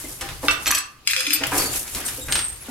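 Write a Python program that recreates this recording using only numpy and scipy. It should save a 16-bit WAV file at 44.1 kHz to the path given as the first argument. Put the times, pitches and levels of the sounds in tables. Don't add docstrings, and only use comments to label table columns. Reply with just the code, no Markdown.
import sys
import numpy as np
from scipy import signal
from scipy.fft import rfft, irfft
from scipy.io import wavfile
from scipy.ndimage import uniform_filter1d

SR = 44100
rng = np.random.default_rng(int(sys.argv[2]) if len(sys.argv) > 2 else 0)


def volts(x):
    e = np.asarray(x, float) / 20
    return 10 ** e


def wav_out(sig):
    wavfile.write(sys.argv[1], SR, np.round(np.clip(np.atleast_2d(sig).T, -1, 1) * 32767).astype(np.int16))


N = 119070

# f/Hz, likeness (1 = identical)
LIKENESS = [(60, 0.88), (300, 0.87), (700, 0.69), (2000, 0.13), (6000, 0.032), (14000, 0.18)]
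# f/Hz, level/dB, t60/s
HELD_MODES = [(1430, -10.5, 0.013), (2392, -0.5, 0.023), (2560, 7, 0.024), (3440, 3.5, 0.014),
              (4230, -4.5, 0.042), (4995, 3, 0.046), (6440, -3, 0.021), (8160, -5, 0.026),
              (11960, -1.5, 0.058)]
CAUGHT_S = 1.05


def evened(x):
    return x / np.sqrt(np.mean(x ** 2) + 1e-20)


def read(points, hz):
    f, value = np.transpose(points)
    return np.interp(np.log(hz + 1), np.log(f + 1), value)


def curve(rows, column=1):
    rows = np.array(rows)
    return np.interp(np.arange(N) / SR, rows[:, 0], rows[:, column])


def add(mix, s, sound, pan_db=0):
    samples_per_db = 1.15
    for side, sign in enumerate((1, -1)):
        lag = max(-sign * pan_db * samples_per_db, 0)
        part = mix[side, round(s * SR + lag):][:len(sound)]
        part += volts(sign * pan_db / 2) * sound[:len(part)]


def paired(left, other, hz):
    same = np.clip(read(LIKENESS, hz), -1, 1)[:, None]
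    return np.array([left, same * left + np.sqrt(1 - same ** 2) * other])


def hiss(colour, patchy_db, grit_db):
    size = 4096 if colour[-1][0] < 1000 else 512
    hop = size // 4
    frames, hz = N // hop + 5, np.fft.rfftfreq(size, 1 / SR)
    a, b, c, d, patches = rng.standard_normal((frames, len(hz), 5)).T
    patches = uniform_filter1d(patches, size=9, axis=0)
    patches = evened(uniform_filter1d(patches, size=10, axis=1))
    z = paired(a + 1j * b, c + 1j * d, hz)
    flicker_db = grit_db * rng.standard_normal(frames)
    z *= volts(read(colour, hz)[:, None] + patchy_db * patches + flicker_db)
    return evened(signal.istft(z, nperseg=size, noverlap=size - hop)[1][:, :N])


def swish():
    # t/s, level/dB
    strength = [(0, -34.5), (.06, -38), (.12, -34), (.19, -41), (.4, -44), (.45, -32.5), (.58, -48),
                (.63, -35.5), (.8, -54), (.9, -55), (1.06, -68.5), (1.2, -51), (1.42, -50), (1.51, -34.5),
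                (1.58, -20), (1.65, -24.5), (1.69, -32.5), (1.775, -23), (1.8, -27), (1.86, -37),
                (1.92, -35), (1.96, -28.5), (2.04, -38.5), (2.06, -27), (2.12, -33.5), (2.28, -38),
                (2.58, -44), (2.7, -41.5)]
    # f/Hz, relative level per Hz/dB
    colour = [(2000, -19), (3500, -16), (6000, -5.5), (9000, -2), (11500, -1), (14000, -10), (16000, -21)]
    return volts(curve(strength)) * hiss(colour, 0.64, 2.56)


def scrape():
    # t/s, level/dB
    strength = [(0, -39.5), (.19, -47), (.22, -36.5), (.33, -37.5), (.41, -46), (.45, -34.5), (.62, -40.5),
                (.75, -41), (.9, -59), (1.25, -43.5), (1.4, -39), (1.44, -28), (1.5, -34.5), (1.6, -26),
                (1.72, -34.5), (1.77, -29.5), (1.8, -40), (1.93, -42.5), (1.96, -33), (2.1, -35.5),
                (2.26, -45), (2.36, -31), (2.47, -43.5), (2.58, -46), (2.7, -41.5)]
    # f/Hz, relative level per Hz/dB
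    colour = [(150, -13), (300, -3.5), (600, -10), (1300, -8), (2500, -8.5), (5000, -11.5), (9000, -22.5)]
    return volts(curve(strength)) * hiss(colour, 1.8, 1.0)


def rumble():
    # t/s, level/dB
    strength = [(0, -46), (.19, -46), (.26, -37), (.4, -42.5), (.48, -39.5), (.62, -47.5), (.69, -38.5),
                (.86, -68), (1.05, -54.5), (1.35, -61), (1.45, -40), (1.6, -34.5), (1.78, -42), (1.9, -52),
                (1.97, -39), (2.2, -46), (2.31, -32), (2.45, -45.5), (2.7, -52)]
    # f/Hz, relative level per Hz/dB
    colour = [(10, -12.5), (25, -1.5), (65, 2.5), (100, -4.5), (135, 0.5), (190, -25), (300, -54)]
    return volts(curve(strength)) * hiss(colour, 0.68, 2.6)


def room_tone():
    # f/Hz, relative level per Hz/dB
    colour = [(20, -18), (40, 15), (140, -20.5), (250, -17), (2000, -62), (16000, -60)]
    return volts(-57) * hiss(colour, 0.57, 0.52)


def tilted(size, tilt_db, centre_hz):
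    hz = np.fft.rfftfreq(size, 1 / SR) + 1
    slope = volts(tilt_db * np.log2(hz / centre_hz))
    bass_cut = 1 + (0.44 * centre_hz / hz) ** 6
    top_cut = 1 + (hz / min(13000, 5 * centre_hz)) ** 8
    return evened(irfft(rfft(rng.standard_normal(size)) * slope / bass_cut / top_cut))


def blow(modes, tilt_db, chatter_s, centre_hz, crack_db, crack_s):
    t = np.arange(8192) / SR
    spot_db = 5.5
    ring = np.zeros(len(t))
    for hz, db, t60 in modes:
        spot, detune = rng.standard_normal(2)
        mode_db = db + spot_db * spot + tilt_db * np.log2(hz / centre_hz)
        ring += volts(mode_db - 60 * t / t60) * np.sin(2 * np.pi * hz * (1 + 0.0045 * detune) * t)
    fade = volts(crack_db - 60 * t / crack_s) + volts(crack_db - 300 * t / crack_s)
    crack = tilted(len(t), tilt_db - 2.0, centre_hz) * fade * np.std(ring[:200])
    u = t / max(chatter_s, 2e-4)
    chance = rng.random(len(t)) < .06
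    contacts = 0.82 * rng.standard_normal(len(t)) * chance * (u + 0.38) * np.exp(-u)
    contacts[0] = 1.43 * np.exp(-chatter_s * centre_hz / 8)
    band = signal.butter(5, [modes[0][0] * 0.86, 13800], "band", fs=SR, output="sos")
    sound = signal.sosfilt(band, signal.fftconvolve(contacts, ring + crack))
    return sound / abs(sound).max()


def thuds():
    # t/s, peak level/dB, brightness/dB per octave
    blows = [(0.041, -29, -19), (.212, -24.5, 2), (.432, -20.5, -8.5), (.446, -31.5, -7), (.666, -23, 2),
             (.688, -32, -4.5), (1.407, -21.5, 0), (1.519, -15, -1), (1.544, -19, -4), (1.589, -28.5, -1),
             (1.64, -27, -13.5), (1.955, -30, -0.5), (2.178, -32.5, -6), (2.284, -24.5, 4.5),
             (2.684, -27, -9)]
    # f/Hz, level/dB, t60/s
    frame_modes = [(264, -14, 0.053), (288.6, 3, 0.14), (343, -6, 0.06), (425, -3.5, 0.034),
                   (518, -3.5, 0.1), (798.4, -1, 0.13), (1122, -10, 0.024), (1185, -2.5, 0.1),
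                   (1238, 0.5, 0.09)]
    out = np.zeros((2, N))
    for s, db, tilt_db in blows:
        thud = blow(frame_modes, tilt_db, chatter_s=0.0075, centre_hz=510, crack_db=2.4, crack_s=0.065)
        add(out, s, volts(db) * thud)
    return out


def whistle(hz, width_hz, size):
    r = np.exp(-np.pi * width_hz / SR)
    settle = 999
    noise = rng.standard_normal((size + settle, 2)) @ [1, 1j]
    slow = signal.lfilter([1], [1, -2 * r, r * r], noise)[settle:]
    phase = 2 * np.pi * np.cumsum(hz * np.ones(size)) / SR
    return evened((slow * np.exp(1j * phase)).real)


def squeaks():
    # start t/s, length/s, f/Hz, level/dB
    slips = [(0.044, 0.021, 2097, -43), (0.516, 0.051, 13500, -44), (1.16, 0.081, 520, -48.5),
             (1.272, 0.076, 295.5, -31.5), (1.581, 0.019, 5390, -29.5), (1.584, 0.054, 4586, -28.5),
             (1.643, 0.062, 4490, -32.5), (1.649, 0.041, 6820, -35.5), (1.716, 0.04, 7350, -35),
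             (2.05, 0.046, 8570, -29.5), (2.21, 0.045, 3750, -41.5), (2.216, 0.04, 7540, -38.5),
             (2.607, 0.031, 10370, -39)]
    out = np.zeros((2, N))
    for s, length, hz, db in slips:
        size = round(length * SR)
        swell = np.sin(np.pi * (np.arange(size) / size) ** 0.59)
        add(out, s, volts(db) * whistle(hz, 0.038 * hz, size) * swell, .8)
    return out


def tick(tilt_db, t60):
    t = np.arange(8192) / SR
    fade = volts(-60 * t / 0.0029) + 1.205 * volts(-60 * t / max(t60, .005))
    return 0.2 * tilted(len(t), tilt_db, 2510) * fade


def ticks():
    # t/s, level/dB, brightness/dB per octave, jingle t60/s
    clicks = [(0.2106, -13, 0.8, 0.093), (0.289, -15, -5, 0.032), (1.469, -9.5, 12, 0.03),
              (1.8777, -22, -2.5, 0.11), (1.949, -14.5, 2.5, 0.098), (2.0844, -14, -2, 0.054),
              (2.2844, -18, -3, 0.057), (2.3233, -2, -1.5, 0.045), (2.355, -5, -2.5, 0.068),
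              (2.3914, -10, -3, 0.054)]
    out = np.zeros((2, N))
    for s, db, tilt_db, t60 in clicks:
        add(out, s, volts(db) * tick(tilt_db, t60), .6)
    return out


def knocks():
    # t/s, peak level/dB, brightness/dB per octave, chatter/s
    hits = [(0.4837, 0.5, -13.5, 0.00065), (0.5087, -10, -2, 0.0022), (0.6595, -11, -5, 0.0006),
            (0.665, -6.5, 1, 0.0033), (0.6752, -6, 0, 0.0032), (0.7065, -6, -6.5, 0.00116),
            (.712, -3, 6.5, 0.0016), (0.7218, -11, -15, 0.00081), (0.7466, -7.5, 3, 0.0032),
            (0.772, -11.5, -5, 0.0022), (0.781, -11.5, 6, 0.0021), (1.074, -1, -1, 0.00062),
            (1.097, -14.5, -5, 0.0036), (1.109, -10, 3, 0.0022), (1.1338, -4.5, -5, 0.00083),
            (1.1642, -2.5, -3.5, 0.00042), (1.205, -11, 0, 0.0023), (1.267, -7.5, -3, 0.0012),
            (1.3061, -5, -1.5, 0.00024), (1.331, -5, 5, 0.005), (1.4364, -8, -6.5, 0.00057)]
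    # f/Hz, level/dB, t60/s
    flight_modes = [(1183, -7.5, 0.073), (1965, -7, 0.03), (2550, 2.5, 0.054), (2661, 4.5, 0.082),
                    (3870, -4, 0.051), (4290, 5.5, 0.042), (5980, 6, 0.052), (5940, 5.5, 0.085),
                    (7913, 11, 0.048), (11300, -23, 0.025), (11870, 11, 0.045)]
    # t/s, left-right level/dB
    path = [(.45, -2.5), (.8, 0.63), (1.05, 3)]
    pan_db = curve(path)
    out = np.zeros((2, N))
    for s, db, tilt_db, chatter_s in hits:
        modes = flight_modes if s < CAUGHT_S else HELD_MODES
        knock = blow(modes, tilt_db, chatter_s, centre_hz=3850, crack_db=4.5, crack_s=0.018)
        add(out, s, volts(db) * knock, pan_db[round(s * SR)])
    return out


def whirr():
    # t/s, level/dB
    strength = [(1.05, -45), (1.072, -44), (1.095, -21), (1.115, -26), (1.128, -36), (1.15, -30.5),
                (1.2, -26), (1.25, -32), (1.3, -31), (1.34, -23), (1.4, -34), (1.47, -67)]
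    taps_per_s, spots = 640, 6
    out = np.zeros((2, N))
    for k in range(spots):
        force = volts(4 * np.minimum(rng.exponential(1, N), 3))
        taps = (rng.random(N) < taps_per_s / spots / SR) * force
        knock = blow(HELD_MODES, 0.82, chatter_s=0.00053, centre_hz=5100, crack_db=4.5, crack_s=0.018)
        add(out, 0, signal.oaconvolve(taps, knock)[:N], 1.0 * (k - 1.5))
    started = np.arange(N) / SR > strength[0][0]
    return evened(out) * volts(curve(strength)) * started


def squeal():
    # t/s, f/Hz, level/dB
    course = [(2.295, 8530, -50), (2.31, 8500, -26), (2.39, 8550, -25), (2.41, 8650, -30.5),
              (2.45, 8510, -23), (2.5, 8550, -32), (2.62, 8570, -63)]
    pure = 0.28
    hz = curve(course)
    sine = np.sqrt(2) * np.sin(2 * np.pi * np.cumsum(hz) / SR)
    tone = pure * sine + (1 - pure) * whistle(hz, 230, N)
    t = np.arange(N) / SR
    sounding = (t > course[0][0]) * (t < course[-1][0])
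    out = np.zeros((2, N))
    add(out, 0, evened(tone) * volts(curve(course, column=2)) * sounding, -.8)
    return out


def room(x):
    # f/Hz, t60/s
    decay = [(150, 0.17), (600, 0.62), (2000, 0.39), (6000, 0.29), (14000, 0.094)]
    taps = np.zeros((2, SR))
    at = np.arange(80, SR - 20, 20) + rng.integers(0, 20, (2, (SR - 81) // 20))
    np.put_along_axis(taps, at, rng.choice([-1., 1.], at.shape), 1)
    hz, t, z = signal.stft(taps, SR, nperseg=256)
    fade = volts(-60 * t / read(decay, hz)[:, None])
    tail = signal.istft(paired(z[0], z[1], hz) * fade, SR, nperseg=256)[1]
    return signal.fftconvolve(x, tail / np.linalg.norm(tail[0]), axes=1)[:, :N]


def scene():
    beds = swish() + scrape() + rumble() + room_tone()
    loom = thuds() + squeaks() + ticks() + knocks() + whirr() + squeal()
    return loom + volts(-4) * room(loom) + beds


def band_limit(x):
    return signal.sosfilt(signal.butter(12, 16170, fs=SR, output="sos"), x)


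def record(dry):
    # f/Hz, left-right level/dB
    balance = [(60, 1), (700, 0.7), (2500, -1.5), (8000, 1.5), (14000, 0.7)]
    hz = np.fft.rfftfreq(N, 1 / SR)
    lean_db = read(balance, hz) / 2
    ports = volts(np.array([lean_db, -lean_db])) * (hz < 16100)
    mix = irfft(rfft(dry) * ports, N)
    return band_limit(np.clip(mix, -1, 1))


dry = scene()
out = record(dry)
wav_out(out)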